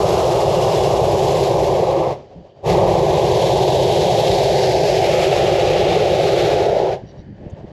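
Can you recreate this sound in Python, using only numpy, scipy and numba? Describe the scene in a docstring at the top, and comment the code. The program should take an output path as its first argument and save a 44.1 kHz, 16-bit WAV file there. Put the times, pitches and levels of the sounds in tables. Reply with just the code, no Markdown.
"""A hot-air balloon's propane burner fires two long blasts over the basket, high in calm air.
Each blast is a turbulent flame roar over a low rumble, with the hiss of the gas jets on top.
In the breaks a small pilot flame keeps burning, air buffets the microphone,
the wicker creaks faintly and a metal fitting rattles."""
import sys
import numpy as np
from scipy import signal
from scipy.fft import rfft, irfft
from scipy.io import wavfile
from scipy.ndimage import uniform_filter1d
from numba import njit

SR = 44100
rng = np.random.default_rng(int(sys.argv[2]) if len(sys.argv) > 2 else 0)


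def generate_wav(signal):
    """Clip the signal to [-1, 1] and save it as 16-bit WAV at the path in sys.argv[1]."""
    frames = np.transpose(np.atleast_2d(signal))
    scaled = np.clip(frames, -1, 1) * 32767
    pcm = np.round(scaled).astype(np.int16)
    wavfile.write(sys.argv[1], SR, pcm)


N = 340452
TIME = np.arange(N) / SR

# Pulls of the blast valve. Each row: opening and shutting time in seconds, roar level in dB,
# initial upper edge of the roar in Hz, jet level lost on easing off in dB.
BLASTS = [(-0.3, 2.125, -15.5, 1367, 5.5), (2.617, 6.942, -15, 1168, 11)]
# Plain gas hiss. Each row: frequency in Hz, relative density in dB.
HISS_SPECTRUM = [(500, -23), (1000, 0.5), (1370, -4.5), (1650, -6.5), (2100, -2), (2900, 0.5), (4000, 0),
                 (5300, -3), (7000, -11.5), (8500, -38), (12000, -45)]


def from_db(db):
    """Decibels to gain."""
    return 10 ** (np.asarray(db) / 20)


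def rms_one(x):
    """Scale to unit power."""
    return x / np.sqrt(np.mean(x ** 2) + 1e-20)


def in_time(rows):
    """Interpolate each column after the first (seconds) at every sample."""
    times_s, *columns = np.transpose(rows)
    return [np.interp(TIME, times_s, column) for column in columns]


def noise(spectrum):
    """Noise with the given spectrum, falling away beyond its ends; rms 1."""
    hz, level_db = np.transpose(spectrum)
    bins_hz = np.maximum(np.arange(N // 2 + 1) * SR / N, 1)
    skirts = np.minimum(1, np.minimum(bins_hz / hz[0], hz[-1] / bins_hz)) ** 2
    shape = from_db(np.interp(np.log(bins_hz), np.log(hz), level_db)) * skirts
    return rms_one(irfft(rfft(rng.standard_normal(N)) * shape, N))


def steady(x, span_s):
    """Hold the power at 1 over each span; quicker flicker stays."""
    power = np.abs(uniform_filter1d(x ** 2, max(int(span_s * SR), 1)))
    return x / np.sqrt(power + 1e-12)


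def drift(rate_hz):
    """Random wander, mostly below rate_hz; rms 1."""
    bins_hz = np.arange(N // 2 + 1) * SR / N
    return rms_one(irfft(rfft(rng.standard_normal(N)) / (1 + (bins_hz / rate_hz) ** 2), N))


def resonate(x, hz, width_hz):
    """Two-pole resonance, peak gain 1."""
    r = np.exp(-np.pi * width_hz / SR)
    feedback = [1, -2 * r * np.cos(2 * np.pi * hz / SR), r * r]
    return signal.lfilter(np.array([1, 0, -1]) * (1 - r * r) / 2, feedback, x + 1e-18)


def narrow(x, hz, width_hz):
    """Resonance applied twice for steep flanks; rms 1."""
    return rms_one(resonate(resonate(x, hz, width_hz), hz, width_hz))


@njit
def moving_filter(x, hz, damping):
    """Swept two-pole filter; returns low-pass and band-pass."""
    low, band = np.zeros(len(x)), np.zeros(len(x))
    a = b = 0.0
    for i in range(len(x)):
        g = np.tan(np.pi * hz[i] / SR)
        v = (a + g * (x[i] - b)) / (1 + g * (g + damping))
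        low[i], band[i] = b + g * v, v * damping
        a, b = 2 * v - a, 2 * low[i] - b
    return low, band


def swell(time_s, at_s, half_s, db):
    """Bell-shaped level change in dB."""
    return db * np.exp(-((time_s - at_s) / half_s) ** 2)


def stroke(start_s, length_s):
    """Half-sine envelope."""
    return np.sin(np.pi * np.clip((TIME - start_s) / length_s, 0, 1))


def touches(per_s):
    """Tiny contacts of random time and strength."""
    return (rng.random(N) < per_s / SR) * rng.standard_normal(N)


def valve(opens_s, shuts_s, attack_s=0.053, ease_s=0.47, shut_db_per_s=290):
    """The valve snaps open, is eased back, then shuts; returns age, easing (0-1) and flow gain."""
    age_s = np.maximum(TIME - opens_s, 0)
    eased = np.clip(1 + (TIME - shuts_s) / ease_s, 0, 1)
    opening = np.minimum(age_s / attack_s, 1) ** 2
    closing = from_db(-shut_db_per_s * np.maximum(TIME - shuts_s, 0))
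    return age_s, eased, opening * closing


def blast_gains(roar_ease_db=6, rumble_ease_db=5.5, spray_ease_db=6):
    """Roar, rumble, hiss and spray each flare at ignition, hold, and sink as the valve is eased."""
    # Slow swell, one curve per blast. Each row: time in seconds, base rumble, hiss and spray in dB.
    curves = [
        [(0, -24, -32.2, -42), (0.3, -26, -33, -43), (0.55, -24.5, -33.5, -44), (0.76, -24, -31.5, -42),
         (1.07, -24.5, -34.0, -44), (1.35, -25, -31.5, -42.5), (1.6, -24.6, -34, -45.5)],
        [(2.82, -23, -34.5, -48.5), (3.4, -24, -30.5, -43.5), (4.25, -24, -28, -42), (4.95, -27, -28.5, -44.5),
         (5.2, -27, -27, -44), (5.88, -25.3, -27.5, -50.5), (6.13, -26.5, -30, -48.5),
         (6.35, -26.8, -27.5, -46.5)],
    ]
    # The flow falters late in the long blast: centre and half length in seconds, level change in dB.
    falter = (6.745, 0.016, -1)
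    total = 0
    for (opens_s, shuts_s, roar_db, _, jet_ease_db), curve in zip(BLASTS, curves):
        age_s, eased, flow = valve(opens_s, shuts_s)
        rumble_db, hiss_db, spray_db = in_time(curve)
        spit_db = swell(age_s, at_s=0.086, half_s=0.032, db=6.8)
        thump_db = swell(age_s, at_s=0.11, half_s=0.07, db=4.4)
        surge_db = swell(age_s, at_s=0.2, half_s=0.068, db=1.9)
        # Jets need full pressure: they start later and die sooner than the flame.
        jet = flow ** 1.3 * from_db(spit_db - jet_ease_db * eased)
        total = total + np.array([
            flow * from_db(roar_db + surge_db - roar_ease_db * eased ** 8.6),
            flow * from_db(rumble_db + thump_db - rumble_ease_db * eased),
            jet * from_db(hiss_db),
            jet * from_db(spray_db - spray_ease_db * eased)])
    return total * from_db(swell(TIME, *falter))


def roar_edge_hz(sink=0.36, settle_s=1.95, lift=0.17):
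    """The roar is bright at ignition, dulls as the flame settles and lifts on easing off."""
    hz = np.full(N, float(BLASTS[0][3]))
    for opens_s, shuts_s, _, first_hz, _ in BLASTS:
        age_s, eased, _ = valve(opens_s, shuts_s)
        settled = 1 - np.exp(-age_s / settle_s)
        hz = np.where(age_s > 0, first_hz * (1 - sink * settled) * (1 + lift * eased), hz)
    return hz


def roar(stages=5):
    """Turbulent combustion: a throaty band under a moving Butterworth low-pass."""
    # Each row: frequency in Hz, relative density in dB.
    spectrum = [(230, -34.5), (298, -17), (314, -20.5), (332, -4), (380, 2), (420, 1), (457, -5.5),
                (520, 1.5), (570, -0.5), (680, -3), (820, -5), (940, -11), (1100, -14), (1700, -26.5)]
    edge_hz = roar_edge_hz()
    flame = noise(spectrum)
    for k in range(stages):
        flame, _ = moving_filter(flame, edge_hz, damping=2 * np.sin(np.pi * (k + .5) / (2 * stages)))
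    return steady(flame, span_s=0.06)


def rumble(wander_db=0.7):
    """The flame's low end, wandering in level."""
    # Each row: frequency in Hz, relative density in dB.
    spectrum = [(15, -33), (30, -23), (45, -9), (60, -4.5), (80, -5.5), (105, -1), (135, 2.5), (165, 0),
                (200, -8), (250, -20), (330, -32), (600, -60)]
    return from_db(wander_db * drift(rate_hz=18)) * steady(noise(spectrum), span_s=0.14)


def jet_resonance(glide, damping):
    """Gas noise through a gliding resonance, applied twice for steep flanks."""
    hz, level_db = in_time(glide)
    gas = rng.standard_normal(N)
    for _ in range(2):
        _, gas = moving_filter(gas, hz, damping)
    return from_db(level_db) * rms_one(gas)


def jets():
    """Propane leaves the nozzles: broad hiss, three resonances, a hollow just above the roar."""
    # Resonance glides. Each row: time in seconds, centre in Hz, relative level in dB.
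    upper_glide = [(2.0, 3200, -17), (3.0, 3380, -4), (3.6, 3650, 3.5), (4.2, 3540, 3), (4.7, 4480, 0.5),
                   (4.95, 4840, -1), (5.2, 5040, -20), (5.5, 3630, -5), (6.3, 3770, 5), (7.0, 3680, -4)]
    lower_glide = [(0, 2500, -30), (1.6, 2260, -10), (2.0, 2100, 1), (2.8, 2000, -3), (3.8, 1900, -9.5),
                   (4.7, 2030, -2.5), (5.3, 2630, 4), (5.9, 2480, 3.5), (7.0, 2100, 2)]
    rush_glide = [(0, 1440, -14), (.8, 1470, -15), (2.7, 1700, -20), (4.8, 1530, -33), (5.2, 1230, -6.5),
                  (6.1, 1150, -5.5), (6.5, 1320, -5), (7.0, 1350, -4)]
    upper = from_db(-3) * jet_resonance(upper_glide, damping=0.45)
    lower = jet_resonance(lower_glide, damping=0.88)
    late_rush = from_db(4) * jet_resonance(rush_glide, damping=0.56)
    hiss = noise(HISS_SPECTRUM) + upper + lower
    hollow = resonate(hiss, hz=1367, width_hz=120)
    return steady(hiss - hollow + late_rush, span_s=0.072)


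def spray():
    """Fine fuel spray: the top of the hiss."""
    # Each row: frequency in Hz, relative density in dB.
    spectrum = [(3500, -33), (5500, 4), (7200, 5.5), (8400, -1.5), (9600, -3), (10600, -1.5), (11500, 0.5),
                (12500, -8.5), (13500, -20), (14500, -24)]
    return noise(spectrum)


def whistle():
    """Faint narrow bands that follow the flow of the first blast."""
    # Each row: centre in Hz, width in Hz, relative level in dB.
    bands = [(2810, 240, 0.5), (3430, 240, -4), (5040, 200, -4), (8460, 260, -11)]
    # Each row: time in seconds, overall gain in dB.
    strength = [(0, -47), (.4, -45), (.8, -40.5), (1.05, -51), (2.2, -78)]
    tones = sum(from_db(db) * narrow(rng.standard_normal(N), hz, width_hz) for hz, width_hz, db in bands)
    _, _, flow = valve(*BLASTS[0][:2])
    return flow * from_db(in_time(strength)[0]) * tones


def frame(x):
    """Reflections off the burner frame make the hiss slightly metallic."""
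    # Each row: delay in seconds, gain in dB.
    echoes = [(.00185, -28.5), (.0031, -50), (.0047, -27), (.0083, -17.5)]
    return x + sum(from_db(db) * np.pad(x, (int(delay_s * SR), 0))[:N] for delay_s, db in echoes)


def burner():
    """Flame plus gas hiss; eddies make the hiss flutter and droplets make it spit."""
    roar_gain, rumble_gain, hiss_gain, spray_gain = blast_gains()
    eddies_db = drift(rate_hz=20.4)
    droplets_db = 0.82 * drift(rate_hz=680)
    flame = roar_gain * roar() + rumble_gain * rumble()
    gas = from_db(-0.23) * hiss_gain * jets() + from_db(2) * spray_gain * spray()
    return flame + from_db(eddies_db + droplets_db) * frame(gas + whistle())


def bleed(start_db=-62, decay_db_per_s=30):
    """Gas left in the line hisses away after each shut-off."""
    gain = sum((TIME > shuts_s) * from_db(start_db - decay_db_per_s * np.abs(TIME - shuts_s))
               for _, shuts_s, *_ in BLASTS)
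    return gain * noise(HISS_SPECTRUM)


def pilot(flicker_db=2.7):
    """The small flame that never goes out, and the faint ring of gas in the valve."""
    # Each row: frequency in Hz, relative density in dB.
    spectrum = [(30, -16), (120, 1), (200, -7), (280, -10), (410, 0.5), (475, -4.5), (560, 2), (750, -6),
                (1000, -16), (1350, -28), (3000, -29.5), (4800, -35), (7000, -43), (10000, -64)]
    # Each row: time in seconds, mean flame level in dB.
    levels = [(0, -50), (2.25, -43.5), (2.5, -46), (7.0, -44.5), (7.35, -45.5), (7.5, -41), (7.72, -42.5)]
    # Each row: centre in Hz, width in Hz, level in dB in the first break and after the long blast.
    valve_modes = [(1730, 630, -75, -61), (3030, 260, -74, -71.5), (4650, 300, -75.5, -76)]
    sound = from_db(in_time(levels)[0] + flicker_db * drift(rate_hz=7.7)) * noise(spectrum)
    for hz, width_hz, early_db, late_db in valve_modes:
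        ring_db = np.interp(TIME, [2.7, 7.3], [early_db, late_db])
        sound += from_db(ring_db) * narrow(rng.standard_normal(N), hz, width_hz)
    return sound


def buffet(air, edge_hz):
    """Low-passed air noise at a steady level: dull wind, brighter with a higher edge."""
    lowpass = signal.butter(3, edge_hz, fs=SR, output="sos")
    return steady(signal.sosfilt(lowpass, air), span_s=0.028)


def wind(wander_db=2.5):
    """Lumps of moving air hit the microphone, over a light, uneven draught."""
    # Each row: frequency in Hz, relative density in dB.
    spectrum = [(20, -15), (60, 0), (110, 1), (170, 1), (250, -7), (350, -5), (500, -10), (900, -10),
                (2000, -48)]
    # Each row: time in seconds, mean level in dB.
    draught_levels = [(2.25, -60), (2.6, -63), (7.0, -43), (7.72, -41)]
    # Each row: start in seconds, length in seconds, level in dB, upper edge in Hz.
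    gusts = [(2.329, .11, -36.5, 250), (7.013, 0.056, -31, 270), (7.166, 0.052, -34, 210),
             (7.253, .11, -34, 330), (7.408, .05, -35, 400), (7.447, 0.043, -29.5, 480),
             (7.513, .04, -29, 201), (7.629, .034, -30, 380)]
    air = noise(spectrum)
    draught_db = in_time(draught_levels)[0] + wander_db * drift(rate_hz=14)
    draught = from_db(draught_db) * buffet(noise(spectrum), edge_hz=360)
    return draught + sum(from_db(db) * stroke(start_s, length_s) * buffet(air, edge_hz)
                         for start_s, length_s, db, edge_hz in gusts)


def wicker():
    """Each creak of the basket is a short run of slips."""
    # Each row: start in seconds, length in seconds, centre in Hz, level in dB.
    creaks = [(2.472, .07, 3000, -66), (7.44, .08, 2650, -64), (7.49, .08, 3100, -63),
              (7.495, .02, 6600, -60)]
    return sum(from_db(db) * stroke(start_s, length_s) * narrow(touches(per_s=1500), hz, 0.22 * hz)
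               for start_s, length_s, hz, db in creaks)


def rattle():
    """Runs of light touches ring a metal fitting."""
    # Each row: centre in Hz, width in Hz, relative level in dB.
    modes = [(2880, 300, -4), (3900, 400, 1), (4470, 550, 0), (5700, 300, -2)]
    # Each row: start in seconds, length in seconds, level in dB.
    runs = [(7.054, 0.074, -57), (7.156, 0.08, -59.5)]
    shaking = touches(per_s=1200)
    metal = rms_one(sum(from_db(db) * narrow(shaking, hz, width_hz) for hz, width_hz, db in modes))
    return metal * sum(from_db(db) * stroke(start_s, length_s) for start_s, length_s, db in runs)


def scene():
    """Mono mix in open air: no walls, no reverberation."""
    return (burner() + bleed() + pilot() + wind() + wicker() + rattle())[None, :]


def record(dry):
    """The microphone has a narrow treble notch; the ends fade and the top is cut."""
    notch_hz, notch_width_hz, cutoff_hz, fade_s = 9040, 650, 14400, 0.003
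    notched = signal.lfilter(*signal.iirnotch(notch_hz, notch_hz / notch_width_hz, fs=SR), dry)
    fade = np.minimum(1, np.minimum(TIME, TIME[-1] - TIME) / fade_s)
    lowpass = signal.ellip(10, .1, 80, cutoff_hz, fs=SR, output="sos")
    return signal.sosfilt(lowpass, notched * fade)


dry = scene()
out = record(dry)
generate_wav(out)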